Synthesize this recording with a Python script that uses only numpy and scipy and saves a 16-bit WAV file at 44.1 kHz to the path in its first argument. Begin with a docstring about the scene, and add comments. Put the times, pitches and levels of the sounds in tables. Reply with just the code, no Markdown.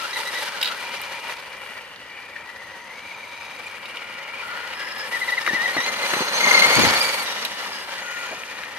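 """A battery toy buggy drives away over cracked asphalt, its gears whining at the motor's speed.
It turns and comes back; the shell rattles, the tyres crunch grit, and the whine swells and bends briefly.
It passes close under the camera with clacks, thumps and a puff of air strongest on the left, then leaves.
Sines make the whines; filtered noise and random blows make the rest, over a faint distant hum."""
import sys
import numpy as np
from scipy import signal
from scipy.fft import rfft, irfft, next_fast_len
from scipy.io import wavfile
from scipy.ndimage import map_coordinates

SR = 44100
rng = np.random.default_rng(int(sys.argv[2]) if len(sys.argv) > 2 else 0)


def wav_record(signal):
    """Record a signal, one row per channel, as 16-bit PCM in the file named by sys.argv[1]."""
    frames = np.transpose(np.atleast_2d(signal))
    bounded = np.clip(frames, -1, 1)
    # unit amplitude maps onto the largest positive 16-bit level
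    quanta = np.round(bounded * 32767).astype(np.int16)
    wavfile.write(sys.argv[1], SR, quanta)


N = 387198

# All source levels hold ahead of the port response; spectra give shape only, before each is levelled.
# motor speed: time_s, mesh_pitch_hz
MOTOR_SPEED = [(0, 1295), (.09, 1474), (.115, 1777), (.15, 2015), (.225, 1725), (.27, 1920), (.325, 1772),
               (.4, 1910), (.44, 1620), (.48, 1500), (.505, 1464), (.96, 1471), (1.0, 2086), (1.95, 1898),
               (2.37, 1873), (2.82, 1937), (3.05, 2300), (3.5, 2370), (4.1, 2257), (4.2, 1930),
               (4.26, 2266), (4.41, 2330), (4.43, 1436), (4.7, 1457), (4.8, 1681), (5.03, 1712),
               (5.13, 1910), (5.51, 1798), (5.555, 1940), (5.59, 1830), (5.645, 1953), (5.675, 1864),
               (5.73, 1890), (5.82, 1912), (5.88, 2036), (6.5, 2100), (7.04, 2270), (7.22, 2192),
               (7.28, 1912), (7.55, 1868), (7.78, 1686), (8.05, 1450), (8.27, 1403), (8.36, 1837)]
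# loudness of the buggy as it leaves, turns, passes close and leaves: time_s, level_db
NEARNESS_CURVE = [(0, -35.5), (.8, -36), (1.3, -38.5), (1.45, -42), (2, -45), (2.8, -44.5), (3.7, -41.5),
                  (4.3, -41), (4.6, -37.5), (5.25, -36.5), (5.45, -34), (6.3, -28), (6.56, -21),
                  (6.85, -22), (7.2, -30.5), (7.55, -36), (8.2, -37.5), (8.78, -40)]
# mesh tone against the nearness: time_s, level_db
WHINE_CURVE = [(0, -1.5), (.3, -4), (.5, -4), (.75, -2.5), (.85, -11), (1.1, -14), (1.9, -9), (2.1, 2),
               (2.25, -2), (2.4, 1), (2.6, 4), (3.3, -1), (4, -6), (4.36, -2), (4.47, -2), (4.68, -3),
               (5.05, -1.5), (5.43, -2.5), (5.55, 9), (5.715, 5), (5.75, -8), (5.8, 5), (5.9, -7),
               (6.38, -36), (6.55, -9), (6.9, -4.5), (7.2, -6.5), (7.6, -2.5), (7.92, -6), (8.08, -1.5),
               (8.25, -4), (8.33, -5), (8.78, -0.5)]
# brief swells of the whine with their own pitch (bites of the tyres, a motor flare, held notes):
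# peak_s, half_height_width_s, pitch_hz, glide_hz_per_s, mesh_db, octave_db, twelfth_db
WHINE_SWELLS = [(.138, 0.021, 1950, 5000, -39, -33, -40), (.168, 0.017, 2000, -10000, -29, -34, -49),
                (0.277, 0.03, 1925, -1500, -30, -33, -41), (.36, 0.016, 1900, 2000, -30.5, -38, -45),
                (0.388, 0.023, 1940, 500, -31, -35, -46), (2.365, 0.013, 1880, -2000, -32, -62, -59),
                (2.495, 0.014, 1930, -2500, -34.5, -55, -55), (3.147, 0.015, 2450, -7000, -40, -57, -57),
                (3.238, .02, 2300, -6000, -37.5, -55, -59), (3.582, 0.017, 2380, -7000, -47, -57, -58),
                (3.67, 0.019, 2350, -8000, -39, -55, -54), (5.138, .028, 1930, 3000, -25.5, -45, -49),
                (5.161, 0.021, 1860, -6000, -27, -49, -50), (5.228, 0.025, 1980, -6000, -25.5, -40, -49),
                (5.291, 0.0171, 1950, -14000, -22.5, -33, -42),
                (5.331, 0.021, 1950, -6000, -21.5, -38, -48), (5.383, .015, 1980, -19000, -19.5, -34, -44),
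                (5.488, 0.024, 1880, -7000, -21.5, -36, -42), (5.54, .014, 1890, 4000, -25, -37, -38),
                (5.567, 0.02, 1945, -8000, -22.5, -41, -45), (5.615, .031, 1870, 2000, -23.5, -38, -46),
                (5.642, .016, 2010, 3000, -36, -33, -46), (5.662, 0.0091, 1930, -15000, -21, -35, -44),
                (5.695, 0.027, 1890, 0, -22.5, -40, -46), (5.75, 0.019, 2140, 2000, -42, -30, -48),
                (5.783, 0.016, 1930, -11000, -21, -33, -37), (5.811, 0.021, 1920, -1000, -23, -33, -34),
                (5.843, 0.021, 2020, 1000, -35, -27.5, -32), (5.884, .025, 2070, -1000, -28.5, -28, -33),
                (5.991, 0.019, 2050, 2500, -46, -32, -45), (6.04, .024, 2050, -3500, -28, -27.5, -40),
                (6.41, .014, 2110, -6000, -20, -22, -24.5), (6.443, 0.017, 2130, -6000, -16.5, -19, -22.5),
                (6.479, 0.014, 2110, -7000, -15.5, -25, -23), (6.515, 0.014, 2090, -5000, -14, -24, -22),
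                (6.548, .014, 2130, -5000, -13, -12, -24), (6.578, 0.016, 2100, -4500, -11, -16, -27),
                (6.622, 0.012, 2140, -4500, -13, -19.5, -27), (6.646, .013, 2090, -5500, -12, -16, -23.5),
                (6.686, 0.037, 2180, -500, -22, -19, -35.5), (6.73, 0.029, 2150, -1000, -18, -20, -27),
                (6.768, 0.021, 2270, -3000, -18, -15.5, -26), (6.838, .022, 2130, -6000, -27, -21, -24),
                (6.815, 0.017, 2290, -4000, -20, -25, -33), (6.894, 0.026, 2235, -1000, -27, -20.5, -37),
                (6.962, 0.036, 2225, -500, -28, -22, -41), (7.014, .014, 2430, -2000, -28, -17, -41),
                (7.052, 0.0266, 2280, -1000, -29, -23, -40.5), (7.092, .02, 2260, -2500, -31, -27, -42),
                (7.136, .018, 2230, -3500, -33, -29, -42), (7.202, 0.024, 2270, -3500, -33, -29, -45)]
# what the gearbox radiates at each pitch: freq_hz, gain_db
GEARBOX_GAIN = [(1250, -3), (1440, 3.5), (1600, -3), (1720, -0.5), (1900, -2.5), (2300, -0.5),
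                (2900, -12.5), (3500, -15), (4000, -10.5), (4250, -9.5), (4500, -9), (4700, -27),
                (4870, -9), (5050, -1), (5500, -13), (6300, -11), (6700, -23), (7200, -34)]
# how far the revs swing and how rough the whine sounds, from moment to moment:
# time_s, rev_swing (factor), whine_roughness (factor)
DRIVE_UNEVENNESS = [(0, 0.71, 0.41), (.6, .65, .6), (1.2, 0.96, 1), (2, .5, .7), (2.85, .5, .65),
                    (3.15, 1.03, .55), (4.3, 1, .6), (4.5, .55, .6), (5.1, .7, 0.39), (5.5, .45, .1),
                    (6.3, .5, .2), (6.7, .5, .2), (7.2, 0.61, .25), (7.6, .8, .8), (8.05, .35, .3),
                    (8.3, .4, .4), (8.78, .7, 0.78)]
# stretches of stronger rattle, rasp and grit, from wheelspin or scrabbling tyres:
# start_s, end_s, rattle_gain_db, rasp_gain_db, grit_gain_db
HARSH_STRETCHES = [(0.145, 0.47, 2.5, 2.5, 5), (1.256, 1.345, 4, 4, 3), (1.583, 1.811, 3, 1.5, 3.5),
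                   (5.065, 5.354, 2, 1.5, 4.5), (6.015, 6.204, 1, 0.5, 2.5), (6.975, 7.243, 0, 0.5, 4),
                   (7.249, 7.803, 0.5, 1.5, 0.5)]
# fainter rough tones beside the main whine, from gears, shell or scrubbing tyres:
# start_s, end_s, pitch_hz, level_db (over the nearness)
SIDE_TONES = [(.16, .22, 902, -3), (.4, .445, 883, -3), (.44, .5, 5200, -13), (0.452, 1.42, 1988, -14),
              (0.699, 1.95, 2370, -5), (.75, 1.402, 2877, -10), (.75, 1.445, 947, -9.5),
              (.8, 1.4, 3383, -16), (1.402, 2.3, 2870, -6), (1.5, 1.95, 1900, -6),
              (2.049, 2.487, 2348, 0.5), (2.2, 3.6, 948, -10), (2.5, 3.7, 6230, -14),
              (2.9, 3.65, 3890, -10), (3, 4.4, 2350, -7), (3.65, 4.4, 1920, -7), (3.7, 4.45, 2840, -9),
              (3.75, 4.4, 1421, -7), (4.42, 5.05, 1911, -3.5), (4.4, 4.801, 2323, -15),
              (4.4, 5.052, 2870, -16), (4.7, 5.079, 5114, -15), (7.268, 7.5, 5750, -11),
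              (7.27, 7.9, 2900, -9.5), (7.699, 7.871, 4970, -8), (7.899, 8.352, 1917, -1.5),
              (7.951, 8.749, 2423, -6.5), (7.9, 8.45, 2860, -10), (7.96, 8.452, 6510, -8),
              (8.4, 8.779, 6390, -14)]
# modes of the plastic shell and chassis: freq_hz, width_hz, gain_db
SHELL_MODES = [(547.5, 103, 6.5), (827, 186, -7), (957, 210, 1), (1408, 300, -0.5), (1892, 374, 2),
               (2298, 120, -1), (2780, 270, -2), (3510, 130, -38), (4270, 250, -7.5)]
# tyre rumble and scrub: freq_hz, level_db_per_hz
TYRE_SPECTRUM = [(30, -40), (70, -31), (120, -15), (210, 1.5), (320, -6.5), (450, -5.5), (750, 0.5),
                 (1300, -4), (2500, -11.5), (4000, -36), (8000, -70)]
# gear rasp: freq_hz, level_db_per_hz
RASP_SPECTRUM = [(1200, -35), (2200, -8), (2850, -4), (3120, -4.5), (3450, 0.5), (3700, -1.5), (4000, 0),
                 (4550, -0.5), (5500, -4), (6300, -3.5), (7300, -10), (10000, -44)]
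# crunching grit: freq_hz, level_db_per_hz
GRIT_SPECTRUM = [(3000, -30), (6000, -39), (7500, 6), (8700, 7.5), (10000, 3.5), (11300, 2), (12500, -3),
                 (14600, -14.5)]
# bass in the rolling: time_s, gain_db
RUMBLE_CURVE = [(0, -6), (.7, -1.5), (1.25, 3), (1.7, -1.5), (2.6, 4.5), (4, 1), (5.2, -0.5), (6.6, 0),
                (7.3, 2), (8.78, 0)]
# treble, dullest while the buggy heads for the listener from afar: time_s, gain_db
TREBLE_CURVE = [(0, 3), (.8, 1.5), (1.8, -0.5), (3.5, 0.5), (4.2, -2), (4.7, -2), (5.2, 1), (6.5, -0.5),
                (7.5, 2.5), (8.78, -0.5)]
# plastic clacks and flicked stones: start_s, ring_peak_db, ring_hz, main_t60_s, crack_db (against the ring)
CLACK_EVENTS = [(.614, -15, 3800, .012, -25), (.628, -11, 3335, 0.011, -8), (0.631, -17, 3400, .02, -22),
                (.645, -16.5, 3910, 0.016, -18), (.656, -12.5, 3510, 0.017, -23),
                (.666, -22, 3670, .035, -24), (.674, -18, 3200, .025, -26), (.685, -20.5, 3520, .025, -26),
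                (1.016, -29, 2300, 0.0073, 1), (1.282, -29, 1966, .004, -18),
                (1.2967, -22.5, 1992, 0.0043, -18), (1.961, -30, 3700, .008, -22),
                (2.0012, -35, 2075, 0.009, -26), (2.362, -30.5, 1886, 0.0083, -30),
                (2.492, -31, 1930, .006, -28), (3.856, -26.5, 2940, 0.012, -25),
                (3.97, -24.5, 2976, .011, -26), (4.19, -33, 5000, .005, -12),
                (4.734, -27.5, 2610, 0.0091, -22), (4.983, -30, 5000, 0.0041, -6),
                (5.464, -12, 1908, 0.0057, -26), (5.476, -10, 1495, .006, -26),
                (5.7678, -16, 1688, .009, -24), (6.136, -12.5, 1440, 0.017, -20),
                (6.5106, -12, 2023, 0.0064, -15), (6.7541, -10, 4540, .004, -16),
                (6.833, -12, 2134, 0.0044, -14), (7.45, -11, 3505, 0.011, -8.5),
                (7.661, -26, 998, .02, -20), (8.4346, -23, 2292, .009, -22),
                (8.6355, -20.5, 1840, 0.0066, -25)]
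# stiff chassis parts that colour the clacks: freq_hz, width_hz, gain_db
STRUT_MODES = [(2689, 178, -3), (3830, 48, 7), (4470, 220, 2)]
# chassis landing on its springs: start_s, peak_db, thud_hz, t60_s
LANDINGS = [(5.476, -25, 300, 0.056), (5.507, -28, 230, .05), (5.532, -22.5, 199, .05),
            (5.765, -20.5, 300.4, 0.054), (5.783, -23.5, 232, 0.053), (6.036, -23, 378, 0.057),
            (6.132, -19.5, 260, .05), (6.165, -21, 239.5, 0.048), (6.206, -17.5, 249, 0.053),
            (6.789, -16, 250, 0.047), (6.833, -16, 250, 0.06), (6.875, -21, 250, 0.041),
            (8.309, -28, 320, .07), (8.324, -28, 521, .07), (8.336, -34, 597, 0.046)]
# the two ports: freq_hz, left_minus_right_db, noise_likeness (share of power)
PORT_DIFFERENCE = [(100, 0, 0.55), (536, 0, 0.92), (970, 1.5, 0.65), (1280, 5.5, 0.81), (1790, 7, 0.64),
                   (2740, 2, 0.41), (3660, -3, 0.23), (4450, -9, 0.58), (5600, -1, 0.05),
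                   (6370, 0.5, 0.054), (7450, -1.5, 0.015), (10600, 6.5, 0.073), (13200, -5, 0.093)]
# arrival at the left port against the right: time_s, left_lag_ms
PORT_LAG = [(0, 0.047), (1.2, 0.02), (1.8, -0.059), (3.2, -0.0012), (4.5, 0.062), (5.6, 0.058), (6.3, 0.15),
            (7.1, 0.12), (7.6, 0.11), (8.78, 0.055)]
# response of both ports: freq_hz, gain_db
PORT_RESPONSE = [(500, 0.5), (1200, 5), (2000, 3), (4300, 0.5), (7000, -1), (14000, 10)]
# puff of air, before its wobble and port gains: time_s, level_db
PUFF_CURVE = [(6.3, -102), (6.5, -81), (6.72, -57), (6.78, -23), (6.87, -30), (6.95, -42), (7.07, -59),
              (7.3, -61)]
# puff of air: freq_hz, level_db_per_hz
AIR_SPECTRUM = [(15, -29.5), (40, -23), (90, 0.5), (160, 1), (330, -1.5), (600, -17), (2000, -80)]
# distant hum: freq_hz, level_db_per_hz
HUM_SPECTRUM = [(20, -30), (45, -12.5), (75, -4.5), (140, -5), (300, -6.5), (900, -6.5), (2500, -6.5),
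                (14000, -60)]

MID_DB = -34  # nearness at middle distance, where the offsets below hold
# each layer: offset_db over the nearness, growth in dB per dB of nearness
TYRE_LAW, SHELL_LAW, RASP_LAW, GRIT_LAW = (-10.5, 1.26), (-0.35, 1), (-4.5, 1.19), (-15.5, 1.136)
OCTAVE_LAW, TWELFTH_LAW = (1.8, 2.14), (-1.9, 1.9)
WARBLE, WANDER = 0.0368, .018  # pitch shares at full swing: slip cycle, slow drift
BUZZ_DB = 3.5  # fast buzz on the mesh tone at full roughness
HARSH_EDGE_S = 0.018
HUM_DB = -50
TOP_HZ = 14750  # band limit


def amp(db):
    """Decibels to an amplitude factor."""
    return 10 ** (np.asarray(db) / 20)


def unit(x):
    """x at rms 1."""
    return x / np.sqrt(np.mean(x ** 2) + 1e-20)


def along(points, hz, axis=1):
    """One column of a frequency table, read on a log axis."""
    cols = np.transpose(points)
    return np.interp(np.log(hz + 1), np.log(cols[0] + 1), cols[axis])


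def curves(rows):
    """One value per sample for each column after the time."""
    s, *cols = np.transpose(rows)
    return [np.interp(np.arange(N) / SR, s, c) for c in cols]


def wobble(rate):
    """A smooth random curve, rate knots a second."""
    knots = rng.standard_normal(int(N * rate / SR) + 4)
    return map_coordinates(knots, [np.arange(N) * rate / SR])


def filtered(x, response):
    """x filtered by a real or complex response of frequency."""
    m = next_fast_len(N + SR // 2)
    return irfft(rfft(x, m) * response(np.fft.rfftfreq(m, 1 / SR)), m)[..., :N]


def coloured(x, spectrum):
    """x shaped by the given spectrum, at rms 1."""
    return unit(filtered(x, lambda hz: amp(along(spectrum, hz))))


def resonance(hz, centre, width):
    """Causal response of one mode."""
    return 1j * hz * width / (centre ** 2 - hz ** 2 + 1j * hz * width)


def level_db(law):
    """A layer's level: its offset at middle distance, plus its growth with nearness."""
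    offset_db, growth = law
    return MID_DB + offset_db + growth * (curves(NEARNESS_CURVE)[0] - MID_DB)


def slipping(rate):
    """Tyres slip and bite in uneven cycles: the revs (about -1 to 1) jump up, then sag as the load peaks."""
    turns = np.cumsum(rate * amp(3 * wobble(25))) / SR
    angle = 2 * np.pi * turns
    revs = np.sin(angle) + 0.35 * np.sin(2 * angle)
    load = unit(-np.cos(angle) + 1.65 * wobble(50))
    return revs, load


def swelling():
    """Brief swells of the whine: three partials' amplitudes, their hold on the pitch, and their own pitch."""
    t = np.arange(N) / SR
    swells = np.zeros((3, N))
    hold, weighted_hz = np.zeros((2, N))
    for s, length, hz, glide, *partial_db in WHINE_SWELLS:
        near = abs(t - s) < 2 * length
        u = t[near] - s
        bell = np.exp(-4 * np.log(2) * (u / length) ** 2)
        swells[:, near] += np.outer(amp(partial_db), bell)
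        hold[near] += np.sqrt(bell)
        weighted_hz[near] += np.sqrt(bell) * (hz + glide * u)
    return swells, hold, weighted_hz / (hold + 1e-12)


def harsh_gains():
    """Extra dB of rattle, rasp and grit in the harsh stretches."""
    t = np.arange(N) / SR
    extra = np.zeros((3, N))
    for start, end, *extra_db in HARSH_STRETCHES:
        gate = np.clip(np.minimum(t - start, end - t) / HARSH_EDGE_S + .5, 0, 1)
        extra += np.outer(extra_db, gate)
    return extra


def gears(revs, load):
    """The mesh tone warbles with the revs and rings through the gearbox; each swell takes over its pitch."""
    (speed_hz,), (near_db,), (whine_db,) = curves(MOTOR_SPEED), curves(NEARNESS_CURVE), curves(WHINE_CURVE)
    swells, hold, swell_hz = swelling()
    swells = swells * unit(amp(2.3 * wobble(260)))
    free = np.clip(1 - 2 * hold, 0, 1)  # 1 between swells, 0 within
    swing, rough = curves(DRIVE_UNEVENNESS)
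    free_hz = speed_hz * (1 + swing * (WARBLE * revs + WANDER * wobble(30)))
    pitch_hz = free * free_hz + (1 - free) * swell_hz
    chatter = rough * (.03 * wobble(60) + .05 * wobble(400))
    phase = 2 * np.pi * np.cumsum(pitch_hz * (1 + chatter)) / SR
    mesh_db = near_db + whine_db + along(GEARBOX_GAIN, speed_hz)
    flutter_db = 3.2 * swing * load + BUZZ_DB * rough * wobble(300)
    steady = amp(mesh_db) * unit(amp(flutter_db))
    mesh = np.hypot(steady, swells[0]) * np.sin(phase)
    # between swells the overtones chirp as the teeth press together, and grow with the rasp in harsh stretches
    strain_db = harsh_gains()[1]
    for k, law in ((2, OCTAVE_LAW), (3, TWELFTH_LAW)):
        press = free * unit(amp(2.8 * load + 2.5 * wobble(40)))
        chirps = amp(level_db(law) + strain_db + along(GEARBOX_GAIN, k * pitch_hz)) * press
        mesh += np.hypot(chirps, swells[k - 1]) * np.sin(k * phase + .28 * wobble(900))
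    return mesh


def side_tones(revs):
    """Fainter broken, rough tones beside the main whine follow the same swings of the revs."""
    out = np.zeros(N)
    for start, end, hz, db in SIDE_TONES:
        span = slice(round(start * SR), round(end * SR))
        pitch_hz = hz * (1 + .014 * revs[span] + .036 * wobble(450)[span])
        fade = signal.windows.tukey(len(pitch_hz), .3)
        flutter = unit(amp(3.5 * wobble(200)[span])) * fade
        out[span] += amp(db) * flutter * np.sin(2 * np.pi * np.cumsum(pitch_hz) / SR)
    return amp(curves(NEARNESS_CURVE)[0]) * out


def impacts(rate, spread_db, smooth):
    """Random tiny blows, rate a second, on friction noise; rows: direct sound, left scatter, right scatter."""
    hits = rng.random(N) < rate / SR
    blows = hits * amp(spread_db * np.clip(rng.standard_normal(N), -2, 2))
    signed = blows * np.sign(rng.standard_normal((3, N)))
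    return unit(unit(signed) + smooth * rng.standard_normal((3, N)))


def shell_response(hz):
    """The shell's modes ring together, and it radiates poorly at both ends of the range."""
    body = sum(amp(db) * resonance(hz, centre, width) for centre, width, db in SHELL_MODES)
    return body * (hz ** 2 / (hz ** 2 + 300 ** 2) / (1 + (hz / 4500) ** 6))


def rolling(load):
    """Tread and gear teeth drum on the shell and rasp; the tyres rumble, scrub and crunch grit."""
    tyre_db = level_db(TYRE_LAW) + curves(RUMBLE_CURVE)[0]
    shell_db, rasp_db, grit_db = harsh_gains() + [level_db(law) for law in (SHELL_LAW, RASP_LAW, GRIT_LAW)]
    shell = unit(filtered(impacts(rate=900, spread_db=3, smooth=0.94), shell_response))
    tyres = coloured(impacts(rate=300, spread_db=1.0, smooth=1.0), TYRE_SPECTRUM)
    rasp = coloured(impacts(rate=1600, spread_db=9.5, smooth=1.55), RASP_SPECTRUM)
    grit = coloured(impacts(rate=1500, spread_db=10.0, smooth=2.4), GRIT_SPECTRUM)
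    treble_db, = curves(TREBLE_CURVE)
    low = amp(tyre_db + 2.5 * wobble(40)) * tyres + amp(shell_db + 1.28 * load) * shell
    high = amp(rasp_db + 1.72 * load) * rasp + amp(grit_db + load + 1.33 * wobble(90)) * grit
    return low + amp(treble_db) * high


def knocks():
    """A clack is a crack with a brief ring and a trailing buzz; a landing is a short low thud."""
    t = np.arange(N // 40) / SR
    out = np.zeros(N + len(t))
    hz = np.fft.rfftfreq(len(t), 1 / SR)
    struts = 1 + sum(amp(db) * resonance(hz, centre, width) for centre, width, db in STRUT_MODES)
    for s, db, ring_hz, t60, crack_db in CLACK_EVENTS:
        decay = amp(-60 * t / t60) + .1 * amp(-60 * t / (5 * t60))
        blow = rng.standard_normal(len(t)) * decay
        ring = irfft(rfft(blow) * resonance(hz, ring_hz, 0.62 * ring_hz) ** 2 * struts, len(t))
        crack = np.gradient(blow)  # the slope of the blow is its bright edge
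        clack = ring / abs(ring).max() + amp(crack_db) * crack / abs(crack).max()
        out[round(s * SR):][:len(t)] += amp(db) * clack
    for s, db, thud_hz, t60 in LANDINGS:
        blow = rng.standard_normal(len(t)) * amp(-60 * t / t60)
        body = resonance(hz, thud_hz, .92 * thud_hz) * resonance(hz, 525, 770)
        thud = irfft(rfft(blow) * body, len(t))
        out[round(s * SR):][:len(t)] += amp(db) * thud / abs(thud).max()
    return out[:N]


def scatter(x):
    """Short reflections off the lot, as decaying noise tails; their share changes with the buggy's place."""
    t = np.arange(SR // 16) / SR
    tails = rng.standard_normal((2, len(t))) * amp(-60 * t / 0.044)  # t60 in seconds
    tails /= np.linalg.norm(tails, axis=1, keepdims=True)
    place_s = [0, 2.5, 4.5, 5.5, 6.6, 7.1, 8.5]
    wet_db = np.interp(np.arange(N) / SR, place_s, [2.0, -9.5, 2.5, -1, -5.5, 2.0, -5.5])
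    return amp(wet_db) * signal.oaconvolve(x[None], tails, axes=1)[:, :N]


def ports(clear, noise):
    """Direct sound meets the two ports with a drifting lag; the scatter differs between them."""
    def alike(hz):
        return np.clip(along(PORT_DIFFERENCE, hz, axis=2), 0, 1)

    def shade(hz):
        return amp(np.outer([.5, -.5], along(PORT_DIFFERENCE, hz)))

    direct = clear + filtered(noise[0], lambda hz: np.sqrt(alike(hz)))
    # long waves scatter little off the rough asphalt
    echoes = filtered(scatter(.5 * (clear + direct)), lambda hz: hz ** 2 / (hz ** 2 + 1000 ** 2))
    diffuse = echoes + amp(-1.5) * filtered(noise[1:], lambda hz: np.sqrt(1 - alike(hz)))
    lag = curves(PORT_LAG)[0] * SR / 1000  # in samples
    left = map_coordinates(direct, [np.arange(N) - lag], order=3)
    pair = np.array([left, direct]) + diffuse
    # the camera body shades each port differently
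    return filtered(pair, lambda hz: amp(along(PORT_RESPONSE, hz)) * shade(hz) / shade(hz).mean(axis=0))


def outdoors():
    """A distant hum of partly shared noise, and a gusting puff of air, stronger on the left."""
    hum = coloured(rng.standard_normal(N) + .5 * rng.standard_normal((2, N)), HUM_SPECTRUM)
    passing = np.interp(np.arange(N) / SR, [6.2, 6.4, 7.2, 7.4], [0, 1, 1, 0])
    gust = passing * amp(curves(PUFF_CURVE)[0] + 1.46 * wobble(24))
    puff = gust * coloured(rng.standard_normal((2, N)), AIR_SPECTRUM)
    return amp(HUM_DB) * hum + amp([[6], [-8]]) * puff


def scene():
    """The buggy at the two ports, over the air of the lot."""
    revs, load = slipping(rate=30)
    clear = gears(revs, load) + side_tones(revs) + knocks()
    return ports(clear, rolling(load)) + outdoors()


def record(dry):
    """The camera clips at full scale, then cuts steeply above its band limit."""
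    return filtered(np.clip(dry, -1, 1), lambda hz: 1 / np.sqrt(1 + (hz / TOP_HZ) ** 300))


dry = scene()
out = record(dry)
wav_record(out)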